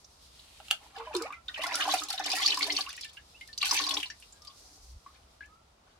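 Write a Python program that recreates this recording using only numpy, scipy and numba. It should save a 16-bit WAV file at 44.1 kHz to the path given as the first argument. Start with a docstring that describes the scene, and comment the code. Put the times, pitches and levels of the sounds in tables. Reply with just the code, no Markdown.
"""Thick liquid is scooped from a plastic bucket in a brick yard, close below a hand-held phone.
It runs off the scoop in streams: showers of gliding sines bubble, noise spatters and the bucket booms.
Splashes are noise slaps with clustered notes; larger bubbles ring, whistle and excite the bucket.
The scoop knocks on damped plastic modes and gulps low, sliding notes as it goes under.
Last drops plop into the quiet, over shaped-noise yard rumble, holder's rustle and a soft thump."""
import sys
import numpy as np
from scipy import signal
from scipy.fft import rfft, irfft
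from scipy.io import wavfile
from scipy.ndimage import uniform_filter1d
from numba import njit

SR = 44100
rng = np.random.default_rng(int(sys.argv[2]) if len(sys.argv) > 2 else 0)


def put_to_file(sound):
    """Save the sound as 16-bit audio at rate SR, in the file named by the first command-line argument."""
    columns = np.atleast_2d(sound).T  # one column per channel
    safe = np.clip(columns, -1, 1)
    whole_steps = np.round(safe * 32767)
    wavfile.write(sys.argv[1], SR, whole_steps.astype(np.int16))


N = 264361  # samples, about 6 s

# air and wall resonances of the bucket: (frequency [Hz], width [Hz], relative level [dB])
BUCKET_MODES = [(296.2, 25, 9), (419.7, 39, 7.5), (552, 74, -1.5), (771, 60, 1.5)]
# gushes running off the scoop, and faint, low bubbling between the last drops:
# (start [s], end [s], bubbling level [dB], spray level [dB], bucket boom level [dB],
#  basic growth start to end [dB], central bubble pitch [Hz])
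GUSH_TABLE = [(0.828, 0.911, -60, -83, -68.5, -2, 820), (0.964, 1.122, -51.5, -66.5, -85, -11, 879),
              (1.141, 1.32, -47.5, -62, -68, -13.5, 1111), (1.46, 1.552, -66.5, -66.5, -74.5, 5, 1366),
              (1.58, 1.756, -43, -47.5, -61, 5.5, 1000), (1.795, 1.948, -43, -38.5, -53.5, 5.5, 869),
              (2.012, 2.032, -47, -74, -52, -2, 1277), (2.103, 2.143, -56, -45, -74, -1, 928),
              (2.196, 2.212, -46.5, -74, -59, -2, 817), (2.262, 2.534, -45.5, -39.5, -52, 2, 1012),
              (2.624, 2.788, -47, -43.5, -47.5, 4, 994), (2.895, 3.147, -71.5, -58, -93, -6.5, 1062),
              (3.637, 3.727, -41, -40.5, -67, 1, 999), (3.734, 3.987, -44, -46, -50.5, -3, 1060),
              (4.622, 4.862, -76, -88, -73, -8, 698), (5.138, 5.297, -78.5, -80, -92, -16.5, 780),
              (5.853, 5.96, -68, -80.5, -77, -2, 1193)]


def undb(db):
    """Decibels to amplitude ratio."""
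    return 10 ** (np.asarray(db) / 20)


def unit(x):
    """Scale to an overall RMS of one."""
    return x / np.sqrt(np.mean(x ** 2))


def curve(tables, count):
    """Columns of timed rows on the sample grid, -120 outside the tables, with smoothed corners."""
    t = np.arange(N) / SR
    out = np.full((count, N), -120.)
    for rows in tables:
        s, *cols = np.transpose(rows)
        on = (t >= s[0]) & (t < s[-1])
        out[:, on] = [np.interp(t[on], s, c) for c in cols]
    return uniform_filter1d(out, 257, axis=1)


def shaped(spectrum, channels=1):
    """Noise coloured by (frequency [Hz], relative level [dB]) points, joined over log frequency."""
    hz, db = np.transpose(spectrum)
    f = np.arange(N // 2 + 1) * SR / N + 1
    gain = undb(np.interp(np.log(f), np.log(hz), db))
    return irfft(rfft(rng.standard_normal((channels, N))) * gain, N)


def band(x, lo_hz, hi_hz):
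    """Band-pass between two frequencies."""
    return signal.sosfilt(signal.butter(2, [lo_hz, hi_hz], "band", fs=SR, output="sos"), x)


def walk(rate):
    """Random levels held 1 / rate s and slewed twice; spread near 1."""
    k = int(SR / rate)
    steps = np.repeat(rng.standard_normal(N // k + 1), k)
    return 1.3 * uniform_filter1d(uniform_filter1d(steps, k), k)[:N]


@njit
def ring(n, sr, s, hz, t60, rise, size, pan, lag, swell):
    """Dying sines that glide in pitch; each reaches the two ports with its own balance and lag."""
    out = np.zeros((2, n))
    for k in range(len(s)):
        m = int(t60[k] * sr) + 2
        i0 = int(s[k] * sr)
        decay, glide = 1000. ** (-1. / m), 2. ** (rise[k] / m)
        w, ph = 2 * np.pi * hz[k] / sr, 0.
        a, on = size[k], 0.
        for i in range(i0, min(i0 + m, n)):
            on += (1 - on) * min(w / (2 * np.pi * swell), 1.)  # soft start
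            out[0, i] += on * a * pan[k] * np.sin(ph - w * lag[k])
            out[1, i] += on * a / pan[k] * np.sin(ph + w * lag[k])
            ph, w, a = ph + w, min(w * glide, 2.8), a * decay
    return out


def grains(s, hz, t60, rise, db, pan_db, lag, swell):
    """Rings from columns that may be scalars; lag at each port in samples, swell in cycles."""
    pan = undb(np.asarray(pan_db) / 2)
    cols = np.broadcast_arrays(s, hz, np.clip(t60, .002, .4), rise, undb(db), pan, lag)
    return ring(N, float(SR), *(np.ascontiguousarray(c, float) for c in cols), float(swell))


def cracks(s, db, t60, lo_hz, hi_hz):
    """Short noise bursts, each in its own band, partly unlike at the two ports."""
    out, u = np.zeros((2, N)), np.arange(3000) / SR
    for t, g, d, lo, hi in np.broadcast(s, undb(db), t60, lo_hz, np.minimum(hi_hz, 16000)):
        i = int(t * SR)
        noise = rng.standard_normal((3, len(u)))
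        envelope = g * np.exp(-np.log(1000) * u / d) * np.minimum(u / 0.0012, 1)
        burst = (noise[0] + 0.91 * noise[1:]) * envelope
        out[:, i:i + len(u)] += band(burst, lo, hi)[:, :N - i]
    return out


def yard():
    """Rumble alike at both ports, treble unrelated; rustle and a thump come from the holder."""
    # colour of the yard's air: (frequency [Hz], relative level per Hz [dB])
    air_colour = [(15, -74), (25, -10), (64, 8), (102, -5.5), (190, -9), (384, -13.5), (607, -12),
                  (677, -11), (1400, -15), (1580, -22), (1940, -21), (5570, -25), (10100, -33),
                  (16000, -47)]
    # fine hiss that swells as the holder turns: (time [s], relative level [dB], centre [Hz])
    rustle_rows = [
        [(0.0, -60, 5260), (0.5, -55, 3510), (0.78, -56, 3220), (1.2, -66, 4500), (3.0, -71, 4480),
         (3.3, -57.5, 4400), (3.6, -59, 4290), (4.15, -57, 4700), (4.48, -60, 4204), (4.6, -53, 5205),
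         (4.84, -58.5, 5400), (5.1, -64, 4510), (5.99, -76.5, 3970)],
    ]
    # a hand shifts on the phone: (time [s], level [dB])
    thump_rows = [(4.78, -69), (4.798, -64), (4.968, -47.5), (5.02, -84)]
    air_db = -62

    mid, side = shaped(air_colour, channels=2)
    side = signal.sosfilt(signal.butter(3, 400, "high", fs=SR, output="sos"), side)
    air = unit(mid + side * np.array([[1], [-1]])) * undb(air_db + 0.89 * walk(2.555))

    db, hz = curve(rustle_rows, count=2)
    grain = rng.standard_normal((2, N))
    # a band of noise slid up to the moving centre, over a broad sheen
    carrier = np.sin(2 * np.pi * np.cumsum(np.maximum(hz, 3000)) / SR)
    core = band(grain, 30, 1150) * carrier
    sheen = unit(band(grain, 3850, 10660))
    rustle = unit(unit(core) + 0.75 * sheen) * undb(db - 3 + 2.0 * walk(28))

    thump_gain = undb(curve([thump_rows], count=1)[0])
    thump = unit(band(rng.standard_normal(N), 38, 64.5)) * thump_gain
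    return air + rustle + thump


def splashes():
    """A slap of noise, a main droplet note and a cluster of close neighbours that follow."""
    # (time [s], relative level [dB], pitch [Hz], relative level of the treble crack [dB])
    splash_rows = [(0.044, -43, 5500, -25), (0.393, -43.5, 3880, -16), (1.13, -33.5, 2630, -20),
                   (1.1495, -21.5, 4100, 9.5), (1.1648, -26.5, 5310, 18), (1.2207, -32.5, 4770, 21.5),
                   (1.234, -33, 2190, -20), (1.324, -30.5, 2250, 3), (1.4817, -25.5, 3610, -30),
                   (1.542, -24.5, 2960, -28), (1.56, -27.5, 2490, -23), (1.635, -24, 3320, 14.5),
                   (1.6668, -25.5, 4960, 12), (1.743, -22, 5070, -18), (1.7544, -22, 4930, 22),
                   (1.807, -14, 2830, -22), (1.822, -17, 2920, -2), (1.937, -19.5, 2360, 2),
                   (2, -40, 4440, 27), (2.035, -30, 6670, 22.5), (2.085, -29, 4110, 16),
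                   (2.103, -20, 4400, 14), (2.127, -24, 4000, 11), (2.178, -21, 3740, -30),
                   (2.194, -30.5, 5570, -4), (2.24, -28, 5450, 7), (2.2612, -22, 4590, 13.5),
                   (2.279, -21, 2080, -20), (2.301, -19.5, 4830, 2), (2.316, -16, 4850, 8),
                   (2.33, -19, 3470, 5), (2.384, -23, 4530, 13), (2.428, -16, 3320, -10),
                   (2.4599, -6, 4480, -28), (2.4767, -14.5, 5060, 7), (2.503, -13, 3880, -7),
                   (2.519, -14.5, 2940, -30), (2.5438, -21, 4810, 12), (2.572, -21, 4900, 11.5),
                   (2.621, -20, 4120, -10), (2.628, -12, 4410, -30), (2.702, -17.5, 3180, -27),
                   (2.721, -19.5, 5080, -8), (2.765, -13, 4430, -24), (2.776, -18, 3040, -18),
                   (2.807, -16.5, 4350, -25), (2.864, -29, 2760, -10), (2.891, -35.5, 4830, 17.5),
                   (2.928, -35, 2840, 16.5), (2.965, -46, 6750, 27.5), (2.976, -32.5, 2470, -10),
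                   (3.01, -30, 4760, 14.5), (3.035, -38, 2320, -8), (3.045, -30.5, 2675, 13),
                   (3.092, -43, 3760, -20), (3.1693, -33, 2750, -24), (3.41, -39, 2940, 9),
                   (3.475, -41.5, 4110, 16.5), (3.5294, -33.5, 4320, -25), (3.577, -22.5, 4810, 10),
                   (3.605, -30.5, 2760, -30), (3.614, -15.5, 3890, -14), (3.6274, -14, 2710, 5),
                   (3.6547, -20, 2590, 17.5), (3.694, -25, 4860, -4), (3.71, -10, 4885, -19),
                   (3.734, -24.5, 5560, 16), (3.765, -25.5, 4720, 3), (3.786, -21, 3840, -10),
                   (3.816, -20, 4550, -12), (3.838, -19.5, 4100, -18), (3.866, -17, 4630, -21),
                   (3.889, -18, 3980, -16), (3.908, -15, 3394, -30), (3.911, -19, 4240, -16),
                   (3.939, -18.5, 5530, 1), (3.9686, -14.5, 3260, -30), (4.0002, -24, 3190, -14),
                   (4.0297, -16, 2850, 1), (4.058, -31, 4280, -15), (4.1005, -32, 5380, -30),
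                   (4.101, -36, 2830, -22), (4.198, -49, 9530, 11), (4.224, -38.5, 2760, 5),
                   (4.323, -44, 7050, -3), (4.419, -44, 5150, 11), (4.4485, -46, 3530, 20.5),
                   (4.472, -32, 4510, -28), (4.5, -44, 3440, -23), (5.458, -64, 6480, 25)]
    # violent splashes are torn up sooner: t60 at -23.5 dB, and the extra dB that halve it
    t60_s, halving_db = 0.037, 60.5

    s, db, hz, crack_db = np.transpose(splash_rows)
    t60 = t60_s * .5 ** ((db + 23.5) / halving_db)
    c = rng.standard_normal((len(s), 13)).T
    # short waves reach the two ports unevenly, differently for every drop
    out = grains(s, hz, t60, 0.13, db - 7.0, 1.8 * c[12], -0.72, 3.8)
    out += grains(s, 0.901 * hz, 0.004, 0, db - 2.5, 0, -1.3, 1.7)  # the first contact ticks
    for k in range(4):
        later = s + 0.0054 * abs(c[k])
        near_hz = hz * 2 ** (0.1534 * c[4 + k])
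        out += grains(later, near_hz, 0.57 * t60, 0.16, db - 8.0, 9.3 * c[8 + k], -2.52, 5.4)
    slap = cracks(s, db - 5.0, 1.015 * t60, .72 * hz, 1.247 * hz)
    return out + slap + cracks(s, db + crack_db - 19.0, .5 * t60, 3600, 10640)


def knocks():
    """Scoop against bucket: plastic modes, tilted by how sharp the blow is, plus a click."""
    # blows: (time [s], relative level [dB], brightness [0-1])
    blows = [(0.601, -30, 0), (0.683, -34.5, 1), (.706, -25, 1), (0.71, -9, 1), (0.728, -27.5, 0)]
    # damped plastic modes: (frequency [Hz], relative level [dB], t60 [s])
    plastic_modes = [(645, -10, 0.068), (810, 15.5, 0.014), (1330, 14, 0.016), (1563, -0.5, 0.047),
                     (2770, -14, 0.025), (2860, 14.5, 0.018), (3130, 27, 0.0046), (4320, 0, 0.021),
                     (5450, -26, 0.017)]

    hz, mode_db, t60 = np.transpose(plastic_modes)
    out = 0
    for s, db, bright in blows:
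        tilt_db = 14 * (bright - .7) * np.log2(hz / 1500)
        out = out + grains(s + 0 * hz, hz, t60, 0, db - 18.5 + mode_db + tilt_db, 0, 0.98, 4.36)
    s, db, bright = np.transpose(blows)
    return out + cracks(s, db - 37.0 + 25 * bright, 0.025, 1400, 10600)


def gushes(db, fade_db_per_s, build_db=0):
    """Gain of each gush: a quick onset, steady level change while it runs, then a fade."""
    onset_db_per_s = 703
    t = np.arange(N) / SR
    start, end, growth_db = np.array(GUSH_TABLE)[:, [0, 1, 5], None].transpose(1, 0, 2)
    done = np.clip((t - start) / (end - start), 0, 1) - .5
    onset_db = onset_db_per_s * np.maximum(start - t, 0)
    fade_db = fade_db_per_s * np.maximum(t - end, 0)
    return undb(db[:, None] + (growth_db + build_db) * done - onset_db - fade_db)


def shower(count, hz, spread, cycles, scatter_db, lag, patch_db):
    """Random bubbles of unit total level: few loud, many faint, bunched in time; hz is a curve."""
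    c, e = rng.standard_normal((count, 4)).T, rng.random((count, 2)).T
    i = (e[0] * (N - 1)).astype(int)
    f = np.clip(hz[i] * 2 ** (spread * c[0]), 560, 15000)
    db = scatter_db * np.minimum(-np.log(e[1]), 2.4) + patch_db * walk(50)[i]
    t60 = cycles / f * 2 ** (0.73 * c[2])
    return unit(grains(i / SR, f, t60, 0.35, db, 3.5 * c[1], lag + 2.33 * c[3], 3.5))


def stream():
    """Bubbles gurgle, small ones fizz, droplets spatter, and the falling liquid booms in the bucket."""
    # colour of the spatter: (frequency [Hz], relative level per Hz [dB])
    spray_colour = [(880, -66), (1500, -29.5), (1880, -27.5), (2140, -5.5), (3520, -6), (4550, 0),
                    (7320, -4.5), (10100, -4), (13400, -13), (16000, -18)]
    gurgle_fade, spray_fade, boom_fade = 273.5, 163, 341  # dB per s
    size_wander_oct = 0.157  # bubble size drifts within a gush
    reference_droplet_hz = 4287  # fizz pitch where the gush bubbles at 1 kHz
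    boom_build_db = 1.5  # boom gains slightly on the bubbling over a gush

    _, _, low_db, spray_db, boom_db, _, pitch = np.transpose(GUSH_TABLE)
    low = gushes(low_db, gurgle_fade)
    gush_hz = pitch[low.argmax(0)]  # the strongest gush sets the pitch
    hz = gush_hz * 2 ** (size_wander_oct * walk(7))
    droplet_hz = reference_droplet_hz * (gush_hz / 1000) ** 0.8  # coarse gushes, coarser droplets
    low, high = low.sum(0), gushes(spray_db, spray_fade).sum(0)

    gurgle = shower(count=6000, hz=hz, spread=0.2396, cycles=17.6, scatter_db=4.0, lag=0.3, patch_db=4.5)
    patter = shower(count=4000, hz=2.4 * hz, spread=0.352, cycles=36,
                    scatter_db=1.5, lag=1.83, patch_db=5.0)
    fizz = shower(count=8000, hz=droplet_hz, spread=0.366, cycles=41,
                  scatter_db=2.5, lag=-2.2, patch_db=5.0)

    # each droplet opens the spray noise at once and lets it die in a few ms
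    drops = (rng.random(N) < 130 / SR) * undb(-3.5 * np.log(rng.random(N)))
    gate = signal.lfilter([1], [1, -np.exp(-1 / (0.007 * SR))], drops)
    mid, side = shaped(spray_colour, channels=2) * (gate + 0.35)
    spatter = unit(mid + 0.86 * side * np.array([[1], [-1]]))

    beat = rng.standard_normal(N) * undb(4.0 * walk(60))  # uneven drive on the bucket
    boom = unit(sum(undb(db) * band(beat, f - w / 2, f + w / 2) for f, w, db in BUCKET_MODES))
    boom_gain = gushes(boom_db, boom_fade, boom_build_db).sum(0)
    spray = (fizz * undb(3.5) + spatter * undb(-2.0)) * high
    return gurgle * low + patter * np.sqrt(low * high) * undb(2) + spray + boom * boom_gain


def whistles():
    """Bubbles that linger or are squeezed: thin tones swell and fade, flutter and waver in pitch."""
    # (start [s], length [s], start pitch [Hz], end pitch [Hz], relative level [dB])
    whistle_rows = [(0.975, 0.086, 450, 476, -43.5), (1.064, 0.069, 640, 610, -46.5),
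                    (1.242, 0.049, 482, 1280, -42), (1.254, 0.025, 1153, 1550, -44.5),
                    (1.322, 0.02, 1144, 1540, -42.5), (1.335, 0.075, 1364, 1383, -54.5),
                    (1.49, 0.083, 1196, 1260, -60), (1.708, 0.0207, 1700, 2870, -34),
                    (1.914, 0.012, 3910, 3940, -27.5), (2.86, 0.049, 898, 2110, -44),
                    (3.183, 0.018, 1610, 2300, -58), (3.345, 0.035, 2570, 3060, -53.5),
                    (3.415, 0.046, 2120, 2136, -49.5), (4.33, 0.072, 1670, 1600, -70),
                    (4.405, 0.16, 1196, 1185, -62), (4.476, 0.042, 1073, 1120, -57),
                    (5.071, 0.045, 1092, 1344, -55), (5.421, 0.061, 1700, 1727, -55.5),
                    (5.423, 0.031, 1900, 3380, -60), (5.487, 0.12, 1252, 1350, -58.5)]
    t, out = np.arange(N) / SR, 0
    flutter, waver = undb(2.5 * walk(160)), 1 + .015 * walk(130)
    for s, length, hz, end_hz, db in whistle_rows:
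        u = np.clip((t - s) / length, 0, 1)
        pitch = (hz + (end_hz - hz) * u ** 1.244) * waver
        envelope = np.sin(np.pi * u ** 0.58) ** .5 * (u < 1)
        out = out + undb(db) * envelope * np.sin(2 * np.pi * np.cumsum(pitch) / SR)
    return out * flutter


def bubbles():
    """Each large bubble slaps open, rings at its size with fluttering level and thumps the bucket."""
    # (time [s], relative level [dB], starting pitch [Hz], pitch glide [octaves])
    bubble_rows = [(.98, -41, 905, 0.13), (.997, -35, 877, 0.086), (1.072, -31.5, 973, 0.18),
                   (1.11, -33.5, 866, 0.11), (1.149, -25.5, 950, 0.19), (1.214, -32, 1310, -0.34),
                   (1.304, -28.5, 1124, 0.35), (1.34, -39.5, 2065, -0.027), (1.486, -39, 1466, 0.27),
                   (1.494, -36, 1874, -0.031), (1.576, -35.5, 886, 0.057), (1.592, -23.5, 585, 0.58),
                   (1.6, -39, 1104, 0.7), (1.64, -25, 2040, 0.14), (1.637, -27.5, 990, 0.71),
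                   (1.659, -27.5, 1420, -0.075), (1.72, -21.5, 933, 0.25), (1.746, -19.5, 1340, 0.22),
                   (1.764, -27, 1413, 0.24), (1.854, -23, 980, 0.21), (1.877, -18.5, 806, -0.19),
                   (1.89, -18.5, 1080, 0.08), (1.938, -13.5, 790, -0.4), (2.019, -26, 1270, -0.074),
                   (2.109, -35, 1360, -0.15), (2.138, -32.5, 775, -0.17), (2.198, -22.5, 834, -0.6),
                   (2.263, -36, 695, 0.32), (2.321, -41, 940, -0.1), (2.336, -24, 725, 0.16),
                   (2.42, -34.5, 766, 0.071), (2.446, -29, 1200, -0.18), (2.574, -19, 1094, -0.56),
                   (2.595, -29.5, 1038, 0.73), (2.609, -16, 2220, -0.14), (2.667, -28, 920, 0.4),
                   (2.698, -20.5, 2060, 0.15), (2.68, -31, 628, 0.66), (2.787, -25, 1140, 0.11),
                   (2.79, -33, 766, 0.056), (2.872, -35, 1066, 0.51), (2.978, -38, 1830, 0.66),
                   (3.051, -42, 1774, -0.058), (3.174, -45.5, 1590, 0.55), (3.411, -36.5, 2128, -0.053),
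                   (3.488, -44, 1810, -0.094), (3.627, -27.5, 1135, 0.16), (3.711, -21, 1093, 0.087),
                   (3.725, -16.5, 907, 0.22), (3.799, -25, 1110, -0.039), (3.87, -28, 1080, 0.0082),
                   (3.885, -28.5, 1090, .1), (3.906, -34, 1075, 0.32), (3.926, -31.5, 1036, 0.43),
                   (3.973, -32, 1003, 0.29), (4.056, -52, 1023, -0.25), (4.101, -36.5, 1713, 0.69),
                   (5.062, -38, 1082, 0.33), (5.407, -37.5, 1636, 0.11)]
    # violent bubbles are torn up sooner: t60 at -28.5 dB and 1 kHz, and the extra dB that halve it
    t60_s, halving_db = 0.05, 18
    size_law = 0.22  # larger, lower bubbles ring longer: power of 1 kHz over pitch

    s, db, hz, rise = np.transpose(bubble_rows)
    t60 = t60_s * .5 ** ((db + 28.5) / halving_db) * (1000 / hz) ** size_law
    out = grains(s, hz, t60, rise, db, 0, 0.66, 1.43) * undb(1.6 * walk(150))
    out = out + cracks(s, db - 11.0, 1.5 * t60, 0.75 * hz, 2.0 * hz).mean(0)
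    for mode_hz, width, mode_db in BUCKET_MODES:
        out += grains(s, mode_hz, 2.1 / width, 0, db - 25.0 + mode_db, 0, 0, 7.7)
    return out


def gulp():
    """Each trapped pocket of air swells into a low note that slides as the pocket changes shape."""
    # air pockets closing in the sinking scoop:
    # (time [s], relative level [dB], starting pitch [Hz], ring t60 [s], slide [octaves])
    pockets = [(1.143, -19, 494, 0.054, -0.52), (1.151, -17.5, 384.4, 0.132, -0.63),
               (1.21, -22.5, 436, 0.091, 0.46)]
    s, db, hz, t60, rise = np.transpose(pockets)
    return grains(s, hz, t60, rise, db, -0.79, 2.1, 3.1)


def scene():
    """The scoop's sounds close to the phone, their short reflections, and the yard."""
    # left-right balance of the near sounds over time: (time [s], left over right [dB])
    balance_rows = [(.6, -2), (3, 0), (3.7, 0), (4.3, 4), (5.6, 3)]
    wet_db, wet_t60_s = -6.5, 0.14

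    near = stream() + bubbles() + splashes() + gulp() + knocks() + whistles()
    # bucket walls and brick return a short, dense tail; only its treble differs between the ports
    decay = np.exp(-np.log(1000) * np.arange(8000) / SR / wet_t60_s)
    mid, side = rng.standard_normal((2, 8000)) * decay
    tail = band(mid, 406, 12200) + 1.24 * band(side, 1470, 17000) * np.array([[1], [-1]])
    tail = tail / np.sqrt(np.sum(mid ** 2))
    wet = signal.fftconvolve(near.mean(0)[None], tail, axes=1)[:, :N]
    balance_db = np.interp(np.arange(N) / SR, *np.transpose(balance_rows))
    direct = near * undb(np.array([balance_db, -balance_db]) / 2)
    return direct + undb(wet_db) * wet + yard()


def record(dry):
    """The phone cuts the top steeply."""
    top_hz = 15900
    return signal.sosfilt(signal.ellip(10, .2, 80, top_hz, fs=SR, output="sos"), dry)


dry = scene()
out = record(dry)
put_to_file(out)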